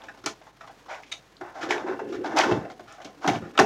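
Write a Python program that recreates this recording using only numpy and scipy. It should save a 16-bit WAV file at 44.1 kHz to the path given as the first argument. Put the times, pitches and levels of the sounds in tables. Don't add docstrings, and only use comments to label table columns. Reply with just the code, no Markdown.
import sys
import numpy as np
from scipy import signal
from scipy.fft import rfft, irfft
from scipy.io import wavfile

SR = 44100
rng = np.random.default_rng(int(sys.argv[2]) if len(sys.argv) > 2 else 0)


def transcribe(signal):
    frames = np.atleast_2d(signal).T
    limited = np.clip(frames, -1, 1)
    pcm = np.round(limited * 32767).astype(np.int16)
    wavfile.write(sys.argv[1], SR, pcm)


def undo_db(level):
    steps = np.asarray(level, float) / 20
    return 10 ** steps


N = 160965
SPAN = 8192
SLIPS_PER_S = 6000
BOX_FLOOR_HZ = 194
SHINE_TOP_HZ = 7120


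def ring(x, hz, width):
    b, a = signal.iirpeak(hz, hz / max(width, 4), fs=SR)
    return signal.lfilter(b, a, x)


def body(x, peaks):
    return sum((-1) ** k * undo_db(db) * ring(x, hz, w) for k, (hz, w, db) in enumerate(peaks))


def band(x, kind, hz, order=2):
    return signal.sosfilt(signal.butter(order, hz, kind, fs=SR, output="sos"), x)


def level(x, db, size=None):
    return x * undo_db(db) / np.sqrt(np.mean(x[:size] ** 2) + 1e-18)


def slips(shape, rate):
    chance, sign, size = np.moveaxis(rng.random(shape + (3,)), -1, 0)
    spread_db = 2
    return (chance < rate / SR) * np.sign(sign - .5) * undo_db(-spread_db * np.log(1 - size))


def add(out, s, x):
    i = max(int(s * SR), 0)
    out[i:i + len(x)] += x[:N - i]


# frequency in Hz, density in dB per Hz.
AIR_SPECTRUM = [(30, -22), (110, 13.5), (300, 3), (900, 7), (2700, -1), (6500, -7.5), (8500, -15.5),
                (15500, -22)]


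def air():
    curve_hz, curve_db = np.array(AIR_SPECTRUM).T
    log_hz = np.log(np.arange(N // 2 + 1) * SR / N + 1)
    gain = undo_db(np.interp(log_hz, np.log(curve_hz), curve_db))
    hiss = level(irfft(rfft(rng.standard_normal(N)) * gain, N), -57.5)
    flicker = level(band(rng.standard_normal(N), "low", 42), 0)
    hum = undo_db(-67.5) * np.sin(2 * np.pi * 47.8 * np.arange(N) / SR)
    return hiss * undo_db(2.0 * flicker) + hum


def room(x):
    treble_t60_s, bass_t60_s = 0.25, 0.57
    build_s, early_end_s, early_fade_s = 0.016, 0.068, 0.0062
    room_db, late_db = -9, -20.5
    t = np.arange(SPAN) / SR
    noise = rng.standard_normal(SPAN)
    treble = band(noise, "high", 1240) * undo_db(-60 * t / treble_t60_s)
    bass = band(noise, "low", 815) * undo_db(-60 * t / bass_t60_s)
    early = 1 / (1 + np.exp(np.clip((t - early_end_s) / early_fade_s, -30, 30)))
    tail = (treble + bass) * np.clip(t / build_s, 0, 1) * (undo_db(late_db) + early)
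    return signal.fftconvolve(x, tail * undo_db(room_db) / np.sqrt(np.sum(tail ** 2)))[:N]


# frequency in Hz, width in Hz, gain in dB.
WALL_MODES = [(215, 185, -8), (270, 135, -1), (346, 111, -1), (384.7, 72, -3.5), (510, 76, -5)]


def walls(x):
    return band(body(x, WALL_MODES), "high", BOX_FLOOR_HZ, order=4)


# frequency in Hz, width in Hz, gain in dB.
BOTTOM_MODES = [(92, 41, -7.5), (135.6, 71, 2), (167.7, 89, 1.5)]


def bottom(x):
    return band(body(x, BOTTOM_MODES), "high", 85, order=3)


# time in seconds, level in dB.
DRAG_LEVELS = [(0, -57.5), (.14, -59.5), (.5, -65.5), (.93, -61), (1.25, -64.5), (1.55, -57.5), (1.66, -36),
               (1.8, -40), (2.1, -40.5), (2.4, -36), (2.48, -27), (2.7, -48.5), (2.82, -66.5),
               (3.18, -56.5), (3.3, -49), (3.46, -44.5), (3.55, -52), (3.62, -32.5)]


def drag():
    push = slips((N,), 900)
    wall = level(ring(band(walls(push), "low", 600), 355.5, 180), 0)
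    boom = level(bottom(push), -14.5)
    plate = level(band(body(push, TRAY_MODES), "low", 1500), -12)
    times, levels_db = np.array(DRAG_LEVELS).T
    return (wall + boom + plate) * undo_db(np.interp(np.arange(N) / SR, times, levels_db))


# time in seconds, wall peak in dB, wall ring in Hz, bottom level in dB.
BOX_THUMPS = [(0.241, -34.5, 343, -44), (0.261, -24.5, 333, -33.5), (1.413, -27.5, 346, -38),
              (2.15, -36, 296, -32), (2.371, -37, 300, -27.5), (2.49, -25, 385, -46),
              (2.512, -29, 400, -10), (2.57, -37, 286, -14.5), (2.796, -37, 313, -43),
              (3.052, -33, 277, -42.5), (3.247, -20.5, 312, -61), (3.276, -14, 236, -55),
              (3.298, -15.5, 310, -17), (3.354, -22, 268, -16.5), (3.418, -29, 354, -20),
              (3.592, -7.5, 278, -16.5), (3.611, -10, 269, -18.5)]


def thumps():
    out, t = np.zeros(N), np.arange(SPAN) / SR
    thump_s, lead_s = 0.015, 0.006
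    n = int(2 * thump_s * SR)
    for (s, db, hz, bottom_db), x in zip(BOX_THUMPS, rng.standard_normal((len(BOX_THUMPS), SPAN))):
        push = x * t * np.exp(-2 * t / thump_s)
        wall = ring(ring(push, hz, 107), hz, 205) + 0.49 * walls(push)
        boom = bottom(band(push, "low", 127))
        add(out, s - lead_s, level(wall, db - 11.5, n) + level(boom, bottom_db - 21, 2 * n))
    return out


def wavelets(rows, cycles, gain_db):
    out, t = np.zeros(N), np.arange(SPAN // 4) / SR
    for s, db, hz in rows:
        u = t * hz / cycles
        swell = u * np.exp(1 - u)
        add(out, s - cycles / hz, undo_db(db + gain_db) * swell * np.sin(2 * np.pi * hz * t))
    return out


# time in seconds, peak in dB, ring in Hz.
WALL_CATCHES = [(1.6915, -24.9, 352), (1.7139, -24, 406), (1.7262, -30.5, 430), (1.7531, -37, 337),
                (1.8484, -24, 360), (1.8696, -34, 327), (1.8968, -21, 368), (1.9152, -22.5, 366),
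                (1.9956, -41, 394), (2.0198, -24.5, 404), (2.0542, -34.5, 405), (2.0998, -26.6, 376),
                (2.1227, -23.1, 350), (2.1467, -26.5, 401), (2.1728, -33, 352), (2.1916, -28, 330),
                (2.2096, -25.4, 386), (2.2361, -34, 330), (2.2573, -28, 304), (2.2706, -29, 393),
                (2.296, -32, 355), (2.3165, -33.5, 328), (2.3411, -30, 326), (2.3596, -23, 304),
                (2.3816, -34, 392), (2.4089, -21, 346), (2.4455, -28, 380), (2.4971, -20.9, 367),
                (2.5222, -16, 341), (2.5468, -31, 383), (2.5722, -24.5, 304), (2.5994, -36, 317)]


def catches():
    return band(wavelets(WALL_CATCHES, 1.807, -1), "high", BOX_FLOOR_HZ, order=4)


# frequency in Hz, width in Hz, gain in dB.
CLINK_MODES = [(2184, 140, -3.5), (3020, 160, -10), (3740, 115, -1.5), (4700, 55, -13), (6300, 210, -10.5)]


def clink():
    out, t = np.zeros(N), np.arange(SPAN) / SR
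    clink_s = 0.013
    rattle = band(slips((SPAN,), 2 * SLIPS_PER_S), "low", SHINE_TOP_HZ)
    push = rattle * (t < clink_s) * np.sqrt(t)
    add(out, 1.115, level(body(push, CLINK_MODES), -31.5, int(clink_s * SR)))
    return out


# frequency in Hz, width in Hz, gain in dB.
SHINE_MODES = [(2380, 1000, 11), (3158, 1360, 13.5), (3650, 734, 13), (4200, 1300, 2), (5650, 1510, 8.5),
               (6190, 2870, 3), (6530, 410, -18)]


def shine(push, db):
    crisp = band(body(band(push, "high", 2070), SHINE_MODES), "low", SHINE_TOP_HZ, order=8)
    sheen_hz = 11750
    sheen = band(band(push, "high", SHINE_TOP_HZ), "low", sheen_hz, order=8)
    sheen = sheen + 0.056 * band(push, "high", sheen_hz)
    sheen_db = -21.5 + 0.025 * (db + 37)
    return crisp - undo_db(sheen_db) * sheen


# time in seconds, peak in dB, ring in Hz.
CREASE_TICKS = [(0.019, -42.5, 2900), (0.4214, -49, 2830), (0.615, -51, 2680), (0.9458, -37, 2310),
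                (1.0342, -41, 2050), (1.3678, -43.5, 4000), (0.6102, -40, 1340), (1.7796, -31, 2400),
                (1.8861, -36, 2470), (2.387, -15.5, 4940), (2.412, -16.5, 2850), (2.5225, -26, 2800),
                (2.716, -46.5, 4870), (2.9237, -45, 6400), (3.263, -35, 4750), (3.2966, -23.5, 2380),
                (3.358, -31, 2500), (3.509, -49, 2500), (3.5974, -13.5, 5200), (.2605, -18.5, 5460),
                (3.577, -16.5, 3160), (3.601, -31, 5500), (2.259, -34.5, 3550)]


def ticks():
    out, t = np.zeros(N), np.arange(SPAN // 4) / SR
    tick_s = 0.003
    n = int(2 * tick_s * SR)
    for (s, db, hz), x in zip(CREASE_TICKS, slips((len(CREASE_TICKS), SPAN // 4), 2 * SLIPS_PER_S)):
        push, tick_db = x * np.exp(-t / tick_s), db - 8
        crackle = level(shine(push, tick_db), 0, n)
        crease = level(ring(ring(push, hz, 0.32 * hz), hz, hz / 2), 17, n)
        add(out, s, level(crackle + crease, tick_db, n))
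    return out


# time in seconds, peak in dB, ring in Hz.
PANEL_POPS = [(1.632, -23, 1530), (1.7075, -28, 870), (1.7092, -9.5, 2240), (1.7252, -13.5, 1870),
              (2.0, -25, 940), (2.381, -19, 780), (2.3843, -11, 2480), (2.389, -10.5, 844),
              (2.3919, -13, 2460), (2.3968, -8, 810), (2.4003, -11, 1970), (2.4094, -11.5, 1760),
              (2.4163, -11, 2180), (2.4351, -16.5, 940), (2.4446, -22, 1660), (2.4708, -20.8, 780),
              (3.2469, -13, 976), (3.2535, -18.5, 730), (3.265, -12.5, 790), (3.2802, -15.5, 1970),
              (3.282, -27, 830), (3.2912, -8, 818), (3.3202, -26, 734), (3.581, -18, 2920),
              (3.582, -23, 1090), (3.5913, -3.5, 2620), (3.5943, -7.5, 780), (3.5986, -3, 1770),
              (3.6046, -7, 790), (3.6191, -21, 910)]


def pops():
    return wavelets(PANEL_POPS, 1.717, -5)


# frequency in Hz, width in Hz, gain in dB.
TRAY_MODES = [(647.4, 70, 14), (818, 20.3, 18.5), (1036, 12, 15), (1540, 197, 13), (1750, 66, 13.5),
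              (2026, 140, 9), (2300, 42, 8.5), (2680, 194, 11)]


def plastic(push, length, db, hz, treble_db):
    n = int(length * SR) + 200
    width = 0.23 * hz
    panel = ring(ring(push, hz, width), hz, 3 * width)
    top_hz = max(1980 * undo_db(0.095 * (db + 23.5)), hz)
    around = band(band(body(push, TRAY_MODES), "high", 0.41 * hz), "low", top_hz)
    low = level(level(panel, 17, n) + level(around, 14.5, n), db, n)
    return low + level(shine(push, treble_db), treble_db, n)


# start in seconds, length in seconds, body in dB, ring in Hz, treble in dB.
TRAY_SCRAPES = [(0.0, 0.034, -51.5, 820, -71), (0.625, 0.033, -50, 1260, -65),
                (0.69, 0.023, -48.5, 720, -83), (0.876, 0.11, -39.5, 800, -51.5),
                (1.112, 0.039, -49.5, 1360, -44.5), (1.422, 0.1, -45.5, 815, -68),
                (1.525, 0.21, -41, 755, -55.5), (1.605, 0.061, -38.5, 1320, -44),
                (1.711, 0.13, -37, 807, -51.5), (1.854, 0.098, -36, 790, -55.5),
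                (1.998, 0.013, -51, 870, -85), (2.118, 0.052, -43, 1340, -50.5),
                (2.235, 0.061, -33, 770, -48), (2.289, 0.15, -36.5, 786, -54.5),
                (2.358, 0.071, -22, 800, -29.5), (2.447, 0.12, -33.5, 910, -45.5),
                (2.534, 0.12, -42.5, 750, -60), (2.865, 0.11, -50.5, 1360, -58),
                (3.061, 0.052, -51, 700, -66), (3.203, 0.21, -36.5, 793, -47),
                (3.276, 0.042, -29, 710, -48), (3.334, 0.039, -40.5, 930, -47.5),
                (3.407, 0.09, -48.5, 1350, -62.5), (3.598, 0.046, -27, 760, -60),
                (3.532, 0.12, -47.5, 1370, -62), (1.683, 0.083, -37, 1580, -42),
                (0.725, 0.097, -85, 2610, -80), (1.054, 0.052, -73, 2190, -61.5),
                (2.083, 0.043, -60, 1500, -59), (.89, 0.089, -46.5, 2180, -63)]


def scrapes():
    out, t = np.zeros(N), np.arange(SPAN) / SR
    rows = zip(TRAY_SCRAPES, slips((len(TRAY_SCRAPES), SPAN), SLIPS_PER_S))
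    for (s, length, db, hz, treble_db), x in rows:
        rise = t / 0.15
        fall = (length - t) / 0.81 + length / 2
        shape = np.clip(np.minimum(rise, fall) / length, 0, 1)
        add(out, s, plastic(x * shape ** 1.49, length, db, hz, treble_db))
    return out


# time in seconds, treble peak in dB, body level in dB, ring in Hz.
TRAY_SNAPS = [(0.0373, -36.5, -45, 790), (0.0843, -38.5, -37, 1570), (0.145, -51, -51.5, 830),
              (0.1735, -43, -51, 776), (0.2383, -36, -44.5, 1320), (0.2611, -15.5, -27.5, 1290),
              (0.4134, -47, -48.5, 744), (0.4674, -44, -46, 820), (0.6078, -39.5, -42, 1335),
              (0.6739, -38, -44, 818), (0.8601, -46, -50, 1000), (1.033, -39, -54, 2090),
              (1.4107, -39, -35, 780), (1.706, -14, -23, 810), (1.9919, -37.5, -32, 790),
              (2.4354, -17, -21.5, 1370), (2.5114, -26.5, -22, 600), (2.6494, -49, -37.5, 610),
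              (2.6764, -51, -44.5, 620), (2.6998, -36, -39, 700), (2.794, -41, -40.5, 700),
              (2.9814, -57, -43.5, 620), (3.0016, -44, -42.5, 744), (3.0165, -35.5, -43.5, 710),
              (3.046, -28.5, -42.5, 670), (3.2445, -48, -27, 960), (3.2759, -11.5, -21, 820),
              (3.5749, -20.5, -20.5, 1240), (3.5892, -8.5, -11, 800), (1.6286, -28, -38.5, 1550)]


def snaps():
    out, t = np.zeros(N), np.arange(SPAN) / SR
    snap_s, rise_s = 0.014, 0.0009
    rows = zip(TRAY_SNAPS, slips((len(TRAY_SNAPS), SPAN), 3 * SLIPS_PER_S))
    for (s, treble_db, db, hz), x in rows:
        soft_rise_s = rise_s * undo_db(-0.17 * (treble_db + 11))
        push = x * np.minimum(t / soft_rise_s, 1) * np.exp(-t / snap_s)
        add(out, s - rise_s, plastic(push, snap_s, db - 2.5, hz, treble_db - 16.5))
    return out


def scene():
    box = drag() + thumps() + catches()
    tray = clink() + ticks() + pops() + scrapes() + snaps()
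    near = box + tray
    return (near + room(near) + air())[None]


def roll_off(x):
    return signal.sosfilt(signal.butter(12, 15820, fs=SR, output="sos"), x)


def record(dry):
    mix = np.tanh(dry)
    return roll_off(mix)


dry = scene()
out = record(dry)
transcribe(out)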